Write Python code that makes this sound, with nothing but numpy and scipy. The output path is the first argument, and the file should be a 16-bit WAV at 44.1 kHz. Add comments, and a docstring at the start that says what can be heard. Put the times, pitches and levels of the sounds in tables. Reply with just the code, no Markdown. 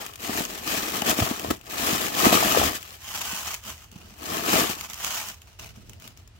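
"""Close stereo microphone, quiet furnished room, a low rumble throughout. A hand drags plastic air pillows
about in a lined handbag: film crackles as random tiny buckles, gripped air drums as decaying sines, single
creases snap as shaped noise, and the bag heaves as low-passed rumble. Around 3 s a pillow skids to rest
beside the bag and fingers brush the lining as coarser crackle. More pulls at 4 s, then another skid
and, to the end, more brushing of the cloth."""
import sys
import numpy as np
from scipy import signal
from scipy.fft import rfft, irfft, next_fast_len
from scipy.io import wavfile
from scipy.ndimage import uniform_filter1d

SR = 44100
rng = np.random.default_rng(int(sys.argv[2]) if len(sys.argv) > 2 else 0)


def materialize(psi):
    """Save the field psi as 16-bit PCM at rate SR to the path in sys.argv[1].

    A 1-D psi becomes a single channel; in a 2-D psi each row is a channel.
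    """
    bounded = np.clip(np.atleast_2d(psi).T, -1, 1)
    quanta = np.round(bounded * 32767).astype(np.int16)
    wavfile.write(sys.argv[1], SR, quanta)


N = 281799  # samples

# broad resonances of the taut skin: f/Hz, gain/dB
SKIN_GAIN = [(250, -34.5), (420, -2.5), (500, -2), (720, 2), (830, -0.5), (930, -5.5), (1080, 1),
             (1300, -4), (1480, -17), (2500, -12), (6000, -49)]
# a crease snapping in open view, with all its treble: f/Hz, gain/dB
CRISP_GAIN = [(300, -19), (1000, -2), (3000, 2.5), (4200, -4.5), (7000, 2.5), (9600, -6), (13000, -1),
              (16000, 1.5)]
# a soft bump against the bag: f/Hz, gain/dB
BUMP_GAIN = [(40, -33), (100, -1), (150, -11.5), (200, 3.5), (260, -7.5), (350, -12.5), (600, -16),
             (2000, -57)]
# how much louder the bag is at the left port: f/Hz, level difference/dB
BAG_LEAN = [(100, 2), (250, 1), (450, 5.5), (1000, 4.5), (2000, 4), (3300, 2), (6000, 4.5), (8000, 8),
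            (9200, -1), (16000, 1)]


def amp(db):
    """Decibels to gain."""
    return 10 ** (np.asarray(db) / 20)


def evened(x):
    """Scales to rms 1."""
    return x / np.sqrt(np.mean(x ** 2) + 1e-20)


def read(points, hz):
    """Reads a table along a log-frequency axis."""
    f, value = np.transpose(points)
    return np.interp(np.log(hz + 1), np.log(f + 1), value)


def add(mix, s, sound):
    """Mixes a stereo sound in at a time in seconds."""
    part = mix[:, max(round(s * SR), 0):][:, :sound.shape[1]]
    part += sound[:, :part.shape[1]]


def panned(left_db):
    """Gains of the two ports for a left-minus-right level difference."""
    return amp([[left_db / 2], [-left_db / 2]])


def colour(x, spectrum, size=2048):
    """Minimum-phase filter with the given spectrum, so that clicks keep a sharp front."""
    hz = abs(np.fft.fftfreq(size, 1 / SR))
    log_gain = np.log(amp(read(spectrum, hz)))
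    response = np.exp(np.conj(signal.hilbert(log_gain)))
    taps = np.fft.ifft(response).real
    return signal.oaconvolve(x, taps[None], axes=1)[:, :x.shape[1]]


def ports(x, lead_ms, side=None, mono_hz=330):
    """Two close microphone ports: alike in the bass; higher up the left, nearer one leads."""
    # likeness of the two ports: f/Hz, likeness (0-1)
    likeness = [(100, 0.92), (230, 0.83), (400, 0.3), (1200, 0.52), (2500, 0), (8000, 0)]
    size = next_fast_len(x.shape[1] + 512)
    hz = np.fft.rfftfreq(size, 1 / SR)
    left, other = rfft(x, size)
    same = np.clip(read(likeness, hz), 0, 1)
    right = same * left + np.sqrt(1 - same ** 2) * other
    lag_s = lead_ms / 1000 * hz ** 4 / (hz ** 4 + mono_hz ** 4)
    right = right * np.exp(-2j * np.pi * hz * lag_s)
    lean = amp(read(side, hz) / 2) if side else 1
    return irfft(np.array([left * lean, right / lean]), size)[:, :x.shape[1]]


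def strokes(rows):
    """Each stroke swells, holds and dies away; overlaps add in power. One gain curve per level column."""
    attack_curve = 1.37  # gain grows as this power of time
    release_db, release_curve = 21, 1.22  # fall over one release time; it quickens as the hand stops
    t, power = np.arange(0, N, 64) / SR, 0
    for start, attack, hold, release, *db in rows:
        swell = np.clip((t - start) / attack, 0, 1) ** attack_curve
        released = np.maximum(t - start - attack - hold, 0) / release
        fade = amp(-release_db * released ** release_curve)
        power = power + np.outer(amp(db), swell * fade) ** 2
    return [np.interp(np.arange(N) / SR, t, np.sqrt(p + 1e-18)) for p in power]


def crease(hz, ring_s=0.0005, ping_db=-3, scatter_db=-13, scatter_s=0.005, size=768):
    """One buckle: a crack, a brief ping of the facet, and scatter off the folds around it."""
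    t = np.arange(size) / SR
    envelope = np.exp(-t / ring_s) + amp(scatter_db) * np.exp(-t / scatter_s)
    crack = rng.standard_normal((2, size)) * envelope
    ping = np.sin(2 * np.pi * (hz * t + rng.random((2, 1)))) * np.exp(-t * hz / 3.05)
    return evened(crack + amp(ping_db) * ping)


def crackle(per_s, spread_db, clump_db, clump_s=0.013, count=150):
    """Facets buckle at random moments, most small, a few large; their strength swells in short clumps."""
    facets = [crease(hz) for hz in np.geomspace(1200, 14000, count)]
    smoothing = [1, -np.exp(-1 / (clump_s * SR))]
    clumps = evened(signal.lfilter([1], smoothing, rng.standard_normal(N)))
    chance_db = spread_db * np.minimum(rng.exponential(1, N), 3.6)
    sizes = amp(chance_db + clump_db * np.clip(clumps, -2, 2))
    facet, out = rng.integers(0, count, N), np.zeros((2, N))
    for i in np.flatnonzero(rng.random(N) < per_s / SR):
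        add(out, i / SR, sizes[i] * facets[facet[i]])
    return out


def played(x, gain, size=2600):
    """Makes the slow strength of a texture follow the hand's gain curve."""
    power = uniform_filter1d((x ** 2).mean(0), size)
    power = uniform_filter1d(power, size // 2)
    return x * gain / np.sqrt(abs(power) + 1e-20)


def walls(x, drift=0.18, drift_s=0.09):
    """Short echoes off nearby bag walls and surfaces comb the sound; their delays drift at random."""
    # echoes before drift: delay/ms, level/dB
    echoes = [(.6, -13), (1.3, -17.5), (3.1, -14.5), (7.3, -13)]
    at = np.arange(x.shape[1])
    knots, out = np.arange(0, len(at) + SR, drift_s * SR), x.copy()
    for ms, db in echoes:
        for port in range(2):
            wander = np.interp(at, knots, rng.standard_normal(len(knots)))
            delay = np.round(ms / 1000 * SR * np.exp(drift * wander)).astype(int)
            out[port] += amp(db) * x[port, np.maximum(at - delay, 0)]
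    return out


def hum():
    """Low steady rumble of the room under a faint hiss: coloured noise."""
    # room tone: f/Hz, gain/dB
    tone_gain = [(20, -33), (33, -22), (46, 5.5), (58, -5.5), (75, 3.5), (110, -4), (190, -18.5),
                 (330, -21.5), (1000, -28), (3000, -28), (8000, -38), (16000, -56)]
    noise = colour(rng.standard_normal((2, N)), tone_gain, size=8192)
    return amp(-51.5) * evened(ports(noise, 0))


def pull(film, flutter, air):
    """Rubbing buckles the film; coarser slips flutter the skin and drum on the air inside."""
    # crackling film: f/Hz, gain/dB
    film_gain = [(300, -22), (900, -5), (1300, -13.5), (1550, -8.5), (1800, -4), (2050, -9), (2500, -2),
                 (3100, -2.5), (3800, -6), (6800, -5.5), (8200, -9), (9600, -12.5), (12000, -7.5),
                 (16000, -7.5)]
    # trapped air: f/Hz, gain/dB
    air_gain = [(30, -21.5), (70, -12), (125, -9.5), (180, -1.5), (235, 0.5), (310, -0.5), (420, -5.5),
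                (700, -17), (2000, -35)]
    effort = film / amp(-30.5)  # 1 is the film level of an ordinary pull
    creases_per_s = 2700 * effort ** 0.5  # a harder pull buckles more facets
    rub = colour(walls(crackle(creases_per_s, 2.6, 1.8)), film_gain)
    ticks = colour(crackle(220, 3.9, 2.9, clump_s=0.017), CRISP_GAIN)  # stray and sharp
    skin = colour(walls(crackle(1000, 3.15, 1.0)), SKIN_GAIN)
    drumming = colour(crackle(600, 2.3, 1.8), air_gain)
    sound = amp(-0.57) * played(rub, film)
    sound += amp(-8.5) * played(ticks, film, size=9000)
    sound += amp(-1.5) * played(skin, flutter)
    sound += played(drumming, air)
    return ports(sound, 0.365, BAG_LEAN)


def heave(air, apart=0.36, sway_db=-18):
    """The bag's soft walls sway with every pull and shove: a deep rumble, partly different at each port."""
    # the whole bag is shoved: start t/s, attack t/s, hold t/s, release t/s, rumble level/dB
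    shoves = [(1.195, 0.026, 0.0091, 0.031, -28), (1.43, 0.069, 0.011, 0.034, -37.5),
              (2.16, 0.11, .02, .08, -42), (2.56, 0.051, .06, 0.054, -34.5), (5.53, 0.11, 0.32, .25, -47.5)]
    # deep rumble of the bag: f/Hz, gain/dB
    rumble_gain = [(20, -38), (32, -3), (50, -5), (80, 6), (125, -1.5), (220, -27), (500, -55)]
    shove, = strokes(shoves)
    both, side = evened(colour(rng.standard_normal((2, N)), rumble_gain, size=8192))
    rumble = evened(np.array([both + apart * side, both - apart * side]))
    return rumble * np.hypot(shove, amp(sway_db) * air)


def room(x, size=22050):
    """A small furnished room: a short diffuse noise tail with its own decay time in each band."""
    # reverberation: f/Hz, time to fall 60 dB t/s
    decay = [(150, 0.068), (1000, 0.094), (4000, 0.11), (14000, 0.12)]
    hz, t, z = signal.stft(rng.standard_normal((2, size)), SR, nperseg=256)
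    fade = amp(-60 * t / read(decay, hz)[:, None])
    onset = np.clip(t / 0.002, 0, 1)
    tail = signal.istft(z * fade * onset, SR, nperseg=256)[1]
    return signal.fftconvolve(x, tail / np.linalg.norm(tail[0]), axes=1)[:, :N]


def snaps(level_db=-5, buckle_s=0.0011, tail_db=-18, tail_s=0.0085, ping_db=2, q=4.3, size=2048):
    """A larger crease unzips in a millisecond or two and rings its facet."""
    # single creases: t/s, level/dB (before level_db), facet (0 broad to 1 narrow), left-right level/dB
    creases = [(0.0633, -22.5, 0.036, 2), (0.1365, -31.5, 0, 1), (0.157, -27.5, 0.2, 4),
               (0.451, -20.5, 0.75, 5), (1.0191, -16, 0.06, 6), (1.0952, -15, 1, 1), (1.395, -20.5, 0, 4),
               (1.447, -31, 0.18, 7), (1.5084, -22, 0, 2), (1.6115, -38, 0, 9), (2.3284, -15, 0, -8),
               (2.828, -28, 0, 7), (3.5416, -19, 1, 0), (3.6374, -35, 0, -5), (3.915, -37.5, 0.84, 1.5),
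               (4.185, -40, 0, 3.5), (4.8095, -22.5, 0.29, 8), (4.8993, -26.5, 0.93, -2),
               (4.933, -24, 0.69, -3), (4.9416, -25, 0.88, -2), (5.0458, -16.5, 0.67, -9),
               (5.286, -25.5, 1, -2), (5.4176, -36.5, 0.11, 0), (5.5946, -32, 1, -4), (5.895, -32, 1, -1),
               (5.9324, -37, 0, 4), (5.9988, -39, 0.2, 3), (6.022, -37, 0.22, 8), (6.076, -30.5, 0.32, 5),
               (6.1734, -38, 0.94, 4), (6.2756, -42, 1, 6)]
    # ring of a broad and of a narrow facet: f/Hz
    facet_hz = [2740, 6060]
    out, t = np.zeros((2, N)), np.arange(size) / SR
    shape = t / buckle_s * np.exp(1 - t / buckle_s) + amp(tail_db) * np.exp(-t / tail_s)
    for s, db, facet, left_db in creases:
        crack = colour(rng.standard_normal((2, size)), CRISP_GAIN)
        ring_hz = np.interp(facet, [0, 1], facet_hz)
        ping = signal.lfilter(*signal.iirpeak(ring_hz, q, fs=SR), crack)
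        snap = evened((crack + amp(ping_db) * ping) * shape) * np.sqrt(np.mean(shape ** 2))
        add(out, s, amp(db + level_db) * snap * panned(left_db))
    return out


def thumps(air_db=-2.0, skin_db=6, cycles=0.91, rise_s=0.0016, slip_s=0.0031, lead_s=0.00028, size=4096):
    """Gripped or slipping free, the trapped air bounces a cycle or two while the skin rings above it."""
    # grips and slips: t/s, air level/dB (before air_db), pitch of the air f/Hz,
    # skin ring level/dB (before skin_db), left-right level of the air/dB
    grips = [(0.294, -19, 239, -23, 2), (0.405, -23, 232, -24, 7), (1.021, -22, 219, -22, 0),
             (1.094, -26, 324, -26, 9), (1.188, -15, 260, -25, 2), (1.223, -19, 182, -20, 4),
             (1.311, -16.5, 242, -28, 2), (1.446, -22, 387, -23, -1), (1.506, -17.5, 188, -24, 5),
             (1.929, -17.5, 195, -31.5, 1), (2.243, -26, 785, -14, -5), (2.254, -29, 363, -16.5, -1),
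             (2.267, -5.5, 241, -20, -2), (2.328, -5.5, 694, -33, -2), (2.427, -9.5, 790, -42, -3),
             (2.548, -15, 790, -34, 5), (2.572, -10.5, 480, -14.5, 10.5), (2.615, -9.5, 730, -28, 6),
             (3.33, -30.5, 203, -56, 0), (3.959, -31.5, 179, -52, -3), (4.53, -20.5, 248, -18, -11),
             (4.558, -17, 222, -19, 1), (5.773, -35.5, 194, -57, -5)]
    out, t = np.zeros((2, N)), np.arange(size) / SR
    age = np.maximum([t, t - lead_s], 0)  # the left port hears it first
    for s, db, hz, ring_db, left_db in grips:
        bounce = np.sin(2 * np.pi * hz * age) * np.exp(-age * hz / cycles)
        bounce = bounce * (1 - np.exp(-age / rise_s))
        slip = rng.standard_normal((2, size)) * np.exp(-t / slip_s)
        ring = ports(colour(slip, SKIN_GAIN), 0.42, BAG_LEAN)
        add(out, s, amp(db + air_db) * bounce / abs(bounce).max() * panned(left_db))
        add(out, s, amp(ring_db + skin_db) * ring / abs(ring).max())
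    return out


def slide():
    """A loose pillow skids over the surface beside the bag: fine crackle, little body."""
    # skids: start t/s, attack t/s, hold t/s, release t/s, then before trim: film level/dB, air level/dB
    skids = [(2.953, 0.21, 0.203, 0.264, -31, -47.5), (3.421, 0.042, 0.085, 0.03, -32.5, -49.5),
             (3.612, 0.084, 0.0048, 0.057, -33.0, -41), (3.71, 0.036, 0.1, 0.07, -49, -59),
             (4.746, 0.053, 0.051, 0.063, -37, -47), (4.873, 0.027, 0.023, 0.081, -40.5, -51.0),
             (4.914, 0.15, 0.12, 0.16, -29.5, -48), (5.236, 0.038, 0.034, 0.048, -37.5, -51)]
    # sliding film: f/Hz, gain/dB
    sliding_gain = [(250, -19), (400, -10.5), (560, -3.5), (830, 1), (1050, 2.5), (1300, -3.5), (1600, -7),
                    (2400, -2.5), (3000, 0), (3900, -7), (6600, -0.5), (9700, -10.5), (13000, -6),
                    (16000, -6)]
    film, air = strokes(skids)
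    skid = colour(walls(crackle(2400, 1.85, 2.3)), sliding_gain)
    drumming = colour(crackle(540, 3.9, 1.6), BUMP_GAIN)
    sound = amp(0.1) * played(skid, film) + amp(-4.5) * played(drumming, air)
    return ports(sound, 0.056)


def touch():
    """Fingertips catch on cloth threads and nudge the soft wall of the bag."""
    # brushes of the lining: start t/s, attack t/s, hold t/s, release t/s,
    # then before trim: cloth rustle level/dB, bag wall bumping level/dB
    brushes = [(3.905, 0.023, 0.21, 0.054, -48, -52.5), (5.39, 0.037, 0.099, 0.161, -52, -79),
               (5.585, 0.012, 0.055, 0.11, -39.5, -55), (5.695, 0.067, 0.042, 0.141, -52.5, -51),
               (5.833, 0.032, 0.1, 0.098, -55, -52), (5.988, 0.04, 0.047, 0.08, -44, -51.5),
               (6.158, 0.011, 0.038, 0.074, -54, -58), (6.284, 0.096, 0.03, 0.1, -57, -59.5)]
    # cloth: f/Hz, gain/dB
    cloth_gain = [(210, -54), (350, -8), (452, 2), (506, -11), (622, 3), (928, -0.5), (1060, -2),
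                  (1850, -9), (2940, 1), (3180, -6.5), (6330, -4), (9140, -12.5), (16000, -9.5)]
    cloth, wall = strokes(brushes)
    rustle = colour(walls(crackle(1600, 2.1, 3.3)), cloth_gain)
    bumping = colour(crackle(280, 0.89, 1.2), BUMP_GAIN)
    sound = amp(-3.0) * played(rustle, cloth) + amp(-1.5) * played(bumping, wall)
    return ports(sound, 0.17)


def scene():
    """All handling sounds, their reverberation, the heaving bag and the room's rumble."""
    # drags inside the bag: start t/s, attack t/s, hold t/s, release t/s,
    # then before trim: film crackle level/dB, skin flutter level/dB, air drumming level/dB
    drags = [(0, 0.0021, 0.01, 0.18, -36.5, -39, -49), (0.165, 0.073, 0.073, 0.15, -33, -38.5, -42.5),
             (0.254, 0.126, 0.01, 0.14, -27.5, -33, -34), (0.463, 0.038, 0.083, 0.094, -37.0, -43, -44.5),
             (0.583, 0.12, 0.079, 0.096, -26.5, -33.5, -36), (0.807, 0.019, 0.082, 0.11, -31, -34.5, -40),
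             (0.926, 0.02, 0.0046, 0.17, -27.0, -31, -35), (1.018, 0.078, 0.005, 0.069, -20, -23, -28.0),
             (1.125, 0.071, 0.0043, 0.29, -25.5, -28, -34), (1.36, 0.072, 0.09, 0.076, -38, -40, -39),
             (1.499, 0.0067, 0.0047, 0.015, -25.5, -27, -21.5), (1.62, 0.26, 0.049, 0.145, -24, -28.5, -33),
             (1.928, 0.088, 0.05, 0.071, -27.5, -34.0, -34), (2.059, 0.15, 0.45, 0.11, -22.5, -26, -30.5),
             (2.218, 0.03, 0.014, 0.068, -21, -21, -24.0), (2.318, 0.0059, 0.025, 0.065, -19.5, -22, -24),
             (2.706, 0.05, 0.005, 0.046, -30.5, -40.5, -51.5),
             (2.775, 0.041, 0.14, 0.052, -44, -52.5, -64.0), (4.14, 0.21, 0.025, 0.14, -29.5, -32.5, -36),
             (4.375, 0.16, 0.062, 0.16, -21, -24, -28.0), (4.679, 0.017, 0.013, 0.069, -28, -44, -40)]
    film, flutter, air = strokes(drags)
    near = pull(film, flutter, air) + snaps() + thumps() + slide() + touch()
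    return near + amp(-10.5) * room(near) + heave(air) + hum()


def record(dry, low_hz=46, edge_hz=15900):
    """The microphone sheds the deepest bass; full-scale limit, then the band limit."""
    heard = signal.sosfilt(signal.butter(2, low_hz, "high", fs=SR, output="sos"), dry)
    taps = signal.firwin(511, edge_hz, window=("kaiser", 9), fs=SR)
    return signal.oaconvolve(np.clip(heard, -1, 1), taps[None], "same")


dry = scene()
out = record(dry)
materialize(out)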